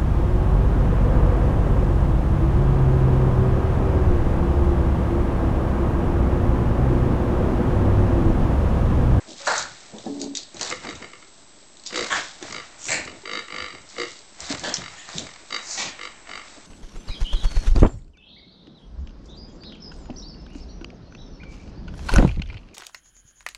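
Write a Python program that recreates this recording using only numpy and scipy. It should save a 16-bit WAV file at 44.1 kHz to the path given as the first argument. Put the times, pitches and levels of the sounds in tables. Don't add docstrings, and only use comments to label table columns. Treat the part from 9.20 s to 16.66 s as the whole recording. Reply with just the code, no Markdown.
import sys
import numpy as np
from scipy import signal
from scipy.fft import rfft, irfft, next_fast_len
from scipy.io import wavfile
from scipy.ndimage import uniform_filter1d

SR = 44100
rng = np.random.default_rng(int(sys.argv[2]) if len(sys.argv) > 2 else 0)


def gain_from_decibels(decibels):
    exponent = np.asarray(decibels, float) / 20
    return 10 ** exponent


def store_wav(level_fs):
    pcm = np.round(np.clip(np.atleast_2d(level_fs), -1, 1) * 32767)
    wavfile.write(sys.argv[1], SR, pcm.T.astype(np.int16))


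N = 329150

# first_flap_s, flaps, gap_ms
SQUEEZES = [(1.5115, 2, 12), (1.649, 5, 19.2), (1.823, 2, 19), (1.933, 2, 20), (2.024, 2, 22),
            (2.726, 4, 15.9), (2.7895, 4, 17.5), (3.307, 6, 18.3), (3.8745, 3, 21), (4.054, 8, 19.4),
            (4.282, 10, 19.85), (4.4815, 4, 21.7), (4.7815, 4, 16.7), (5.325, 2, 22), (5.616, 4, 21),
            (6.066, 5, 23.2), (6.305, 4, 18.8), (6.791, 5, 20), (7.071, 8, 20.5), (4.5815, 1, 20),
            (4.764, 1, 17), (4.852, 1, 18), (2.706, 1, 19), (2.864, 1, 19)]
# middle_db, last_minus_first_db, upper_modes_db (toy facing us or away),
# lowest_modes_db, end_flaps_db
GRUNTS = [(-21.5, 5, -5.5, 3, 0.5), (-25, -3, 2.5, 1.5, -7), (-29, 0.5, -4, 0, 0),
          (-31.5, -8, -10.5, 0.5, -3.5), (-41.5, -13.5, -10.5, -7.5, -3), (-23.5, 7.5, 5.5, 10, -0.5),
          (-22, -8.5, 4.5, 9.5, -2.5), (-24, 5, -1, -1.5, -6), (-32.5, -17, -2.5, 5, -1.5),
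          (-21.5, 5, 2.5, 1, -1.5), (-22, 5, -0.5, -1, -5.5), (-31, -3, 1, -6.5, 1.5),
          (-19.5, 1.5, 2, 10, -3), (-26, -3, -23, -6, -2), (-28.5, -2, 2, -6, -1.5),
          (-40, -7.5, 0, -3.5, 4.5), (-20, 7.5, 5, -4.5, -3.5), (-24, 0.5, -2.5, -1, -4),
          (-25.5, 0, -1, -6, -9), (-37.5, 0, -4, 0, 0), (-31, 0, -9, 5, 0), (-27, 0, -7.5, 7, 0),
          (-32, 0, -9, 3, 0), (-32, 0, -4, 6, 0)]
REED_STIRS = [(0, 1), (1, -.3), (2, .45)]
# mode_hz, width_hz, level_db
PIPE = [(352, 55, -11), (485, 85, -11), (1180, 200, -11), (1340, 240, -9), (1920, 280, -7), (2130, 320, -6),
        (2700, 600, -12), (3820, 160, -6.5), (4640, 190, -4.5), (5480, 150, -15), (6360, 150, -13),
        (7170, 120, -16), (7300, 3300, -28.5)]

# start_s, swell_s, fade_s, top_effort_db, fade_db
BREATHS = [(.268, 0.006955, 0.20693, -22, -22.5), (1.407, 0.00906, 0.0838, -34, -9),
           (2.902, 0.02349, 0.12458, -23, -32.5), (3.683, 0.0418, 0.1353, -21.5, -31.5),
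           (5.435, 0.01724, 0.07564, -31, -8.5), (6.575, 0.02529, 0.0983, -28, -11.5),
           (.985, 0.02855, 0.05216, -39.5, -33), (1.149, 0.00349, 0.0997, -34, -26),
           (2.651, 0.016334, 0.011, -30, -19.5), (3.575, 0.0864, 0.11824, -30.5, -19.5),
           (5.76, 0.03637, 0.0944, -42.5, -15.5), (6.385, 0.12994, .08, -30, -7.5)]
# mode_hz, width_hz, level_db
NOSES = [
    [(583.18, 233.46, -3.5), (875.3, 350.6, -2.5), (1551.5, 542.9, -1.5), (4337.2, 460.5, -8),
     (7854, 2053, -15.5)],
    [(640, 495.5, -5), (1894.6, 891.5, -10.5), (4300, 1000, -8.5), (6000, 490, -8), (8546.6, 756, -6)],
    [(700, 250, -12), (1130, 220, -4), (1700, 380, -1), (3400, 550, -11), (7400, 1400, -17)],
    [(640, 291.8, 1.5), (1950, 740.2, 3), (2550.5, 642.4, 2), (4300, 595.7, -1), (8050, 1347.5, 4)],
    [(652, 535.8, -5), (1762, 438.1, -3), (3374.6, 439.4, -2), (4603, 410, -3), (7000, 3200, -14)],
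    [(800.2, 563.8, -2.5), (1986.7, 140, 0.5), (2381.6, 199.2, 3), (3799, 1722, -5), (6950, 1740, -3)],
]
# mode_hz, width_hz, level_db
WHISTLES = [
    [(3800, 810, -3.5), (6416, 3138, -7)],
    [(4088.2, 897.7, -4.5), (6313, 3836, -15.5)],
    [(4156.6, 1562.5, 14.5), (6598, 4020, 7)],
    [(5557, 1475, -8), (7504.6, 3540, 2)],
    [(1888, 100, 0.5), (3000, 1100, -11.5), (7222, 620, -7)],
    [(4338, 2020, -13), (6900, 3136, -6)],
]
# depth_ratio, unevenness_ratio, puff_s
FLUTTERS = [(.3, .23, .275), (.3, .2, 1.411), (.2, .2, 2.907), (.6, .03, 3.7045), (.3, .23, 5.437),
            (.05, .23, 6.576), (.3, .23, 1.0), (.2, .23, 1.15), (.3, .23, 2.65), (.8, .03, 3.7045),
            (.2, .23, 5.8), (.15, .23, 6.4)]
RISES = [.001] * 6 + [.02, .002, .02, .02, .02, .02]

# start_s, held_s, rubber_drag_db, weight_on_boards_db
SHOVES = [(.07, 0.06575, -45.5, -68), (.28, 0.027, -41, -54.5), (.38, 0.06754, -48.5, -49),
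          (0.738, 0.03266, -40.5, -51.5), (0.868, 0.0136, -28, -48.5), (.9, 0.21532, -32, -58),
          (1.35, 0.085, -45.5, -53.5), (1.51, 0.02477, -39.5, -50.5), (1.645, 0.04685, -38.5, -49.5),
          (1.73, 0.02188, -45, -44), (1.819, 0.02129, -41, -68), (2.73, 0.0711, -41, -54),
          (2.81, 0.0292, -37, -57), (2.92, 0.06775, -42, -55.5), (3.226, 0.03196, -44, -48),
          (3.31, 0.06196, -46, -51), (3.68, 0.1195, -40.5, -47), (3.86, 0.09803, -47, -51.5),
          (4.08, 0.1171, -43.5, -64), (4.33, 0.1059, -46, -56.5), (4.539, 0.013064, -49, -47),
          (4.781, 0.0508, -40.5, -52.5), (5.22, 0.01978, -57.5, -53.5), (5.312, 0.02307, -33, -41),
          (5.44, 0.06446, -37, -53.5), (5.58, 0.04351, -45, -43.5), (5.96, 0.0715, -39.5, -44.5),
          (6.319, 0.0429, -44, -65), (6.58, 0.10325, -45.5, -54.5), (7.09, 0.05747, -47, -62),
          (7.37, 0.0121, -47.5, -62)]
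# time_s, share_of_separate_slips_ratio
GRIP = [
    (0.857, 1.0),
    (.93, 0.25),
    (1.0, 0.33),
    (1.06, 0.93),
    (1.09, 0.03),
    (1.189, 0.23),
]
# mode_hz, width_hz, level_db
GROAN = [(280, 32.33, -4), (215, 52.2, -7), (344.18, 38.14, -5), (428.66, 25.45, -4), (567.2, 80.76, -14),
         (743.3, 270.7, -22)]
# mode_hz, width_hz, level_db
BODY = [(187.61, 49.99, -1), (302.95, 206.08, -1), (417.84, 200.56, -5.5), (607.14, 149.38, -1.5)]
# mode_hz, width_hz, level_db
BOARDS = [(71.96, 26, 3.9), (118.08, 35, 3.5), (167.65, 22, 7.203)]
# start_s, top_db, settle_20db_s
SCUFFS = [(0.091, -43, 2), (.2, -40, 0.5485), (.28, -32.5, 0.2897), (0.39, -25, 0.0574), (.83, -48, .5),
          (1.2, -48, 0.0009), (1.4, -41, 0.3941), (1.47, -32.5, 0.1848), (1.74, -54.5, -4),
          (1.97, -58.5, -2.4848), (2.76, -30.5, .5), (2.97, -31.5, 0.191), (3.281, -38.5, 0.3173),
          (3.72, -45.5, 0.8184), (4.14, -42.5, 0.29), (4.42, -52, 1.5), (4.7, -47, 1), (4.801, -36, 0.2528),
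          (5.23, -39.5, 1), (5.318, -29.5, 0.0908), (5.5, -32.5, 0.0019), (5.7, -47.5, -0.4565),
          (5.9, -44.5, 0.9913), (5.971, -34, 0.1438), (6.341, -39, 0.1833), (6.63, -30.5, 0.0125),
          (6.839, -41, 0.0911), (7.1, -53, 7.5), (7.28, -48.5, 0.3944)]
# freq_hz, density_db (per Hz)
SCUFF_COLOUR = [(1500, -32.5), (2600, -8), (3800, 3.5), (5000, 1), (6500, -1), (7800, -0.5), (9500, -6)]
# start_s, top_db, settle_20db_s
RUSTLES = [(.01, -48, 0.2985), (.21, -43, 0.8312), (.29, -30.5, 0.2438), (.62, -50, 0.5364),
           (1.36, -46.5, .5), (1.52, -29.5, -0.0276), (1.647, -36.5, 0.2965), (1.83, -44.5, 0.0949),
           (2.761, -29.5, 0.2749), (2.83, -39, 0.4893), (2.968, -23.5, 0.1137), (3.238, -39.5, 0.5685),
           (3.36, -46.5, 0.182), (3.74, -37.5, 0.3419), (4.15, -58.5, -1.5), (4.34, -39.5, 0.3111),
           (4.55, -52.5, 0.388), (4.73, -48, 0.778), (5.216, -39, .5), (5.319, -31, 0.153),
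           (5.5, -36.5, 0.5), (5.74, -42.5, 0.1042), (5.9, -40, 0.6013), (6.34, -40, 0.5308),
           (6.5, -41, 1.0778), (7.1, -42, 0.6309), (7.359, -66.5, 3)]
# freq_hz, density_db (per Hz)
RUSTLE_COLOUR = [(350, -18.5), (650, -6.5), (1400, -8), (2300, -7.5), (3200, -17.5)]

# time_s, peak_db, ring_hz
CLAWS = [(0.268, -17, 7300), (0.2745, -14, 1405), (0.379, -12.5, 6800), (0.425, -18, 4550),
         (0.784, -28, 3600), (1.015, -19, 4570), (1.0417, -24.5, 4254), (1.151, -17, 3856),
         (1.1711, -14, 4550), (1.2325, -27, 4620), (1.344, -30.5, 6605), (1.368, -25, 3760),
         (1.395, -24.5, 1950), (1.4115, -11.5, 4410), (1.4302, -11.5, 4460), (1.448, -25, 6000),
         (1.4609, -28, 6580), (1.5009, -15.5, 7000), (1.699, -27, 3800), (1.761, -36, 3940),
         (1.819, -41.5, 3800), (3.288, -31.5, 5500), (3.685, -15, 2394), (2.766, -22.5, 4300),
         (.383, -20.5, 6500), (3.725, -17, 2400), (5.993, -20, 7200), (1.636, -34.5, 3520),
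         (1.753, -26.5, 3547), (2.5696, -34.5, 3848), (2.597, -33.5, 4540), (2.672, -20, 6950),
         (3.226, -21.5, 3540), (3.3245, -19.5, 4989), (3.8518, -24.5, 7300), (6.521, -25, 6530),
         (4.69, -33.5, 5170), (5.204, -18.5, 7570), (5.395, -21.5, 4626), (5.439, -19, 3140),
         (5.5405, -7.5, 5440), (5.5683, -16, 3620), (5.889, -23.5, 994.5), (5.9819, -13.5, 3680),
         (5.978, -29.5, 3000), (6.51, -17, 6650), (3.2265, -25, 1700), (5.461, -25.5, 3200),
         (5.299, -23.5, 4600), (0.297, -24, 4300), (.318, -19, 4600), (.61, -34, 4300),
         (2.637, -30.5, 4300), (2.809, -24, 7300), (1.475, -23.5, 7800), (3.797, -28, 5000),
         (5.255, -28, 4700), (4.99, -30, 4600)]
# time_s, peak_db, ring_hz, t60_s
THUMPS = [(0.738, -30, 215, 0.2856), (0.861, -19, 332.7, 0.08475), (1.343, -30, 362.3, 0.0689),
          (1.645, -32, 293.6, 0.0556), (3.224, -21.5, 340.5, 0.0493), (5.3023, -13.5, 280, 0.08265),
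          (5.475, -17.5, 605.6, 0.04212), (5.582, -22, 188.5, 0.05945), (5.953, -22.5, 173.7, 0.0853),
          (5.984, -29, 227.8, 0.1113), (7.376, -35.5, 300.7, 0.0829), (.742, -33.5, 414.4, 0.1791),
          (.866, -30.5, 745.7, 0.0602), (1.013, -31.5, 640, 0.0744), (.2, -38, 557.3, 0.455),
          (4.034, -34.5, 390.8, 0.1471), (4.415, -34.5, 75.22, 0.19), (5.22, -39.5, 70.08, 0.3135)]

# freq_hz, t60_s
ROOM = [(200, 0.21), (1000, 0.28484), (3000, 0.41675), (8000, 0.10867)]
# start_s, held_s, level_db
HANDLING = [
    (6.8, .7, -60.5),
]
# tone_hz, level_db
WHINE = [(7692.35, -58.5), (8307.65, -66.5)]
# freq_hz, density_db (per Hz)
HISS = [(12, -18.5), (25, -4.5), (45, -16.5), (300, -27), (1000, -18.5), (3000, -24.5), (7700, -25.5),
        (8500, -27.5)]
# freq_hz, gain_db
EDGE = [(7300, -0.5), (8000, -4.5), (8500, -14), (8900, -26.5), (9200, -51.5), (9600, -82)]


def reed_slap():
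    t = np.arange(300) / SR
    slap = .075 * rng.standard_normal(len(t)) * np.exp(-((t - .003) / .0018) ** 2)
    for trips, size in REED_STIRS:
        centre_s = .0028 - trips * rng.uniform(.00112, .00126)
        slap += size * np.exp(-((t - centre_s) / .00005) ** 2)
    return slap


def toy():
    first_db = 0.5
    bend = .006
    drive = np.zeros((len(PIPE), N))
    for (s, count, gap_ms), (middle_db, tilt_db, upper_db, deep_db, ends_db) in zip(SQUEEZES, GRUNTS):
        k = np.arange(count)
        u = (2 * k - k[-1]) / max(k[-1], 1)
        db = middle_db + u * tilt_db / 2 + u ** 2 * ends_db + first_db * (k == 0)
        times = s + k * gap_ms / 1000 + .0003 * rng.standard_normal(count)
        for at, level_db in zip(times, db):
            slap = reed_slap()
            bright_db = upper_db + .6 * (level_db - db.max())
            colour_db = np.r_[[deep_db] * 2, [0] * 5, [bright_db] * 6]
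            colour_db = colour_db + rng.standard_normal(len(PIPE))
            for mode, mode_db in zip(drive, colour_db):
                add(mode, at, gain_from_decibels(level_db + mode_db) * slap)
    shape = 1 + bend * wander(N, 1200)
    return gain_from_decibels(24.5) * sum(cavity(mode, PIPE[k:k + 1], shape) for k, mode in enumerate(drive))


def snort(row, nose, flutter, rise_s):
    flutter_hz, swell_db_per_s = 79.5, 193
    start, swell, fade, top_db, fade_db = row
    depth, uneven, puff_s = flutter
    t = np.arange(0, swell + fade, 1 / SR)
    effort_db = top_db - swell_db_per_s * np.maximum(swell - t, 0)
    effort_db += fade_db * np.maximum(t - swell, 0) / fade
    uneven_wander = evened(uniform_filter1d(rng.standard_normal(len(t)), 400))
    turns = np.cumsum(flutter_hz * (1 + uneven * uneven_wander)) / SR
    turns -= np.interp(puff_s - start, t, turns)
    puffs = 3 * np.exp(-(turns % 1) / .2)
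    depth = depth * gain_from_decibels(effort_db - top_db) ** .5
    air = (1 - depth + depth * puffs) * lumpy(len(t), 40, 2.5)
    pop_db = 3 * np.exp(-t / 0.025)
    narrowing = 0.9696 - 0.017 * (t / t[-1]) ** 2
    sound = evened(cavity(air, nose, narrowing))
    edges = np.minimum(t / rise_s, 1) * signal.windows.tukey(len(t), .02)
    return start, gain_from_decibels(effort_db + pop_db) * sound * edges


def movement():
    scuff = gusts() * coloured(lumpy(N, 90, 2.9), SCUFF_COLOUR)
    rustle = gusts() * coloured(lumpy(N, 150, 1.1), RUSTLE_COLOUR)
    boards = evened(cavity(lumpy(N, 500, 3.3), BOARDS))
    s, db, settle = np.transpose(SCUFFS)
    out = strokes(s, db, 0, settle, (246.15, -60)) * scuff
    s, db, settle = np.transpose(RUSTLES)
    out += strokes(s, db, 0, settle, (291.3, -62.5)) * rustle
    s, held, drag_db, weight_db = np.transpose(SHOVES)
    out += strokes(s, drag_db, held, 0.08102, (754.5, -58)) * drag()
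    return out + strokes(s, weight_db, held, 0.16, (860, -67.5)) * boards


def drag():
    slips_hz = 63.5
    t = np.arange(N) / SR
    s, share = np.transpose(GRIP)
    slip_phase = np.cumsum(slips_hz * (1 + 0.25 * wander(N, 700))) / SR
    slips = np.diff(np.floor(slip_phase), prepend=0) * gain_from_decibels(4.512 * rng.standard_normal(N))
    jerks = evened(cavity(evened(slips) + 1.07 * rng.standard_normal(N), GROAN))
    sung_hz = GROAN[0][0] * (1 + 0.011313 * wander(N, 700))
    singing = np.sqrt(2) * np.sin(2 * np.pi * np.cumsum(sung_hz) / SR)
    share = np.clip(np.interp(t, s, share), 0, 1)
    groan = np.sqrt(share) * jerks + np.sqrt(1 - share) * singing
    judder = evened(cavity(lumpy(N, 200, 2.589), BODY))
    return np.where((t > s[0]) & (t < s[-1]), groan, judder)


def gusts():
    gain = np.ones(N)
    for s, count, gap_ms in SQUEEZES:
        flaps = np.arange(round(count * gap_ms * SR / 1000)) / SR * 1000 / gap_ms
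        gain[round(s * SR):][:len(flaps)] = .55 + 1.5 * np.exp(-(flaps % 1) / .22)
    return uniform_filter1d(gain, size=60)


def knocks():
    out, t = np.zeros(N), np.arange(6000) / SR
    for s, db, hz in CLAWS:
        strike = np.minimum(t / .0004, 1) * np.exp(-t / .0014)
        scrape = 0.13 * np.exp(-t / 0.029)
        burst = rng.standard_normal(len(t)) * (strike + scrape)
        tick = cavity(burst, [(hz, 900, 0), (4200, 900, -6), (6300, 2000, -5), (1800, 1500, -24)])
        add(out, s, gain_from_decibels(db) * tick / abs(tick).max())
    for s, db, hz, t60 in THUMPS:
        ring = np.sin(2 * np.pi * hz * t) + .3 * np.sin(2 * np.pi * 2.3 * hz * t)
        add(out, s, gain_from_decibels(db - 3 - 60 * t / t60) * ring * np.minimum(t / .004, 1))
    return out


def room(x):
    taps = np.zeros(SR // 2)
    at = np.arange(200, len(taps) - 20, 20)
    taps[at + rng.integers(0, 20, len(at))] = rng.choice([-1., 1.], len(at))
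    hz, t, z = signal.stft(taps, SR, nperseg=256)
    decay = gain_from_decibels(-60 * t / read(ROOM, hz)[:, None])
    tail = signal.istft(z * decay, SR, nperseg=256)[1]
    return signal.fftconvolve(x, tail / np.linalg.norm(tail))[:N]


def handling():
    s, held, db = np.transpose(HANDLING)
    rumble = evened(cavity(rng.standard_normal(N), [(28, 22, 0)]))
    return strokes(s, db, held, .2, (60, -90)) * rumble


def whine():
    switch_hz = 14.65
    t = np.arange(N) / SR
    flips = np.tanh(12 * np.sin(2 * np.pi * switch_hz * t))
    return flips * sum(np.sqrt(2) * gain_from_decibels(db) * np.sin(2 * np.pi * hz * t) for hz, db in WHINE)


def hiss():
    return gain_from_decibels(-54) * coloured(rng.standard_normal(N), HISS)


def strokes(s, db, held, settle, rule):
    t = np.arange(0, N + 128, 128)[:, None] / SR
    build, rest_db = rule
    rise_db = build * np.maximum(s - t, 0)
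    fall_db = 20 * np.maximum(t - s - held, 0) / np.abs(settle)
    power = (gain_from_decibels(db - rise_db - fall_db) ** 2).sum(axis=1) + gain_from_decibels(rest_db) ** 2
    return np.interp(np.arange(N) / SR, t[:, 0], np.sqrt(power))


def resonate(x, hz, width, turn=None):
    r = np.exp(-np.pi * abs(width) / SR)
    if turn is None:
        return 2 * signal.lfilter([1 - r], [1, -r * np.exp(2j * np.pi * hz / SR)], x).real
    return 2 * (turn * signal.lfilter([1 - r], [1, -r], x * turn.conj())).real


def cavity(x, modes, factor=None):
    out = 0
    for k, (hz, width, db) in enumerate(modes):
        turn = None if factor is None else np.exp(2j * np.pi * hz * np.cumsum(factor) / SR)
        once = resonate(x, hz, width, turn)
        out = out + (-1) ** k * gain_from_decibels(db) * resonate(once, hz, 2 * width, turn)
    return out


def wander(count, span):
    return evened(uniform_filter1d(uniform_filter1d(rng.standard_normal(count), span), span))


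def lumpy(count, span, spread_db):
    return gain_from_decibels(spread_db * wander(count, span)) * rng.standard_normal(count)


def shaped(x, spectrum):
    n = next_fast_len(N if x.ndim > 1 else len(x))
    return irfft(rfft(x, n) * gain_from_decibels(read(spectrum, np.fft.rfftfreq(n, 1 / SR))), n)[..., :x.shape[-1]]


def coloured(x, spectrum):
    return evened(shaped(x, spectrum))


def evened(x):
    return x / np.sqrt(np.mean(x ** 2) + 1e-20)


def read(points, hz):
    f, value = np.transpose(points)
    return np.interp(np.log(hz + 1), np.log(f + 1), value)


def add(mix, s, sound):
    part = mix[round(s * SR):][:len(sound)]
    part += sound[:len(part)]


def scene():
    grunts, hits, nose = toy(), knocks(), np.zeros(N)
    for parts in zip(BREATHS, NOSES + WHISTLES, FLUTTERS, RISES):
        add(nose, *snort(*parts))
    wet = room(gain_from_decibels(-8.0) * grunts + gain_from_decibels(-14.5) * hits + gain_from_decibels(-3.5) * nose)
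    return (grunts + hits + nose + wet + movement())[None]


def low_pass(x):
    return signal.sosfilt(signal.butter(12, 9490, fs=SR, output="sos"), x)


def record(dry):
    limited = shaped(dry + handling() + hiss(), EDGE)
    offset = -.0024
    return low_pass(limited + whine() + offset)


dry = scene()
out = record(dry)
store_wav(out)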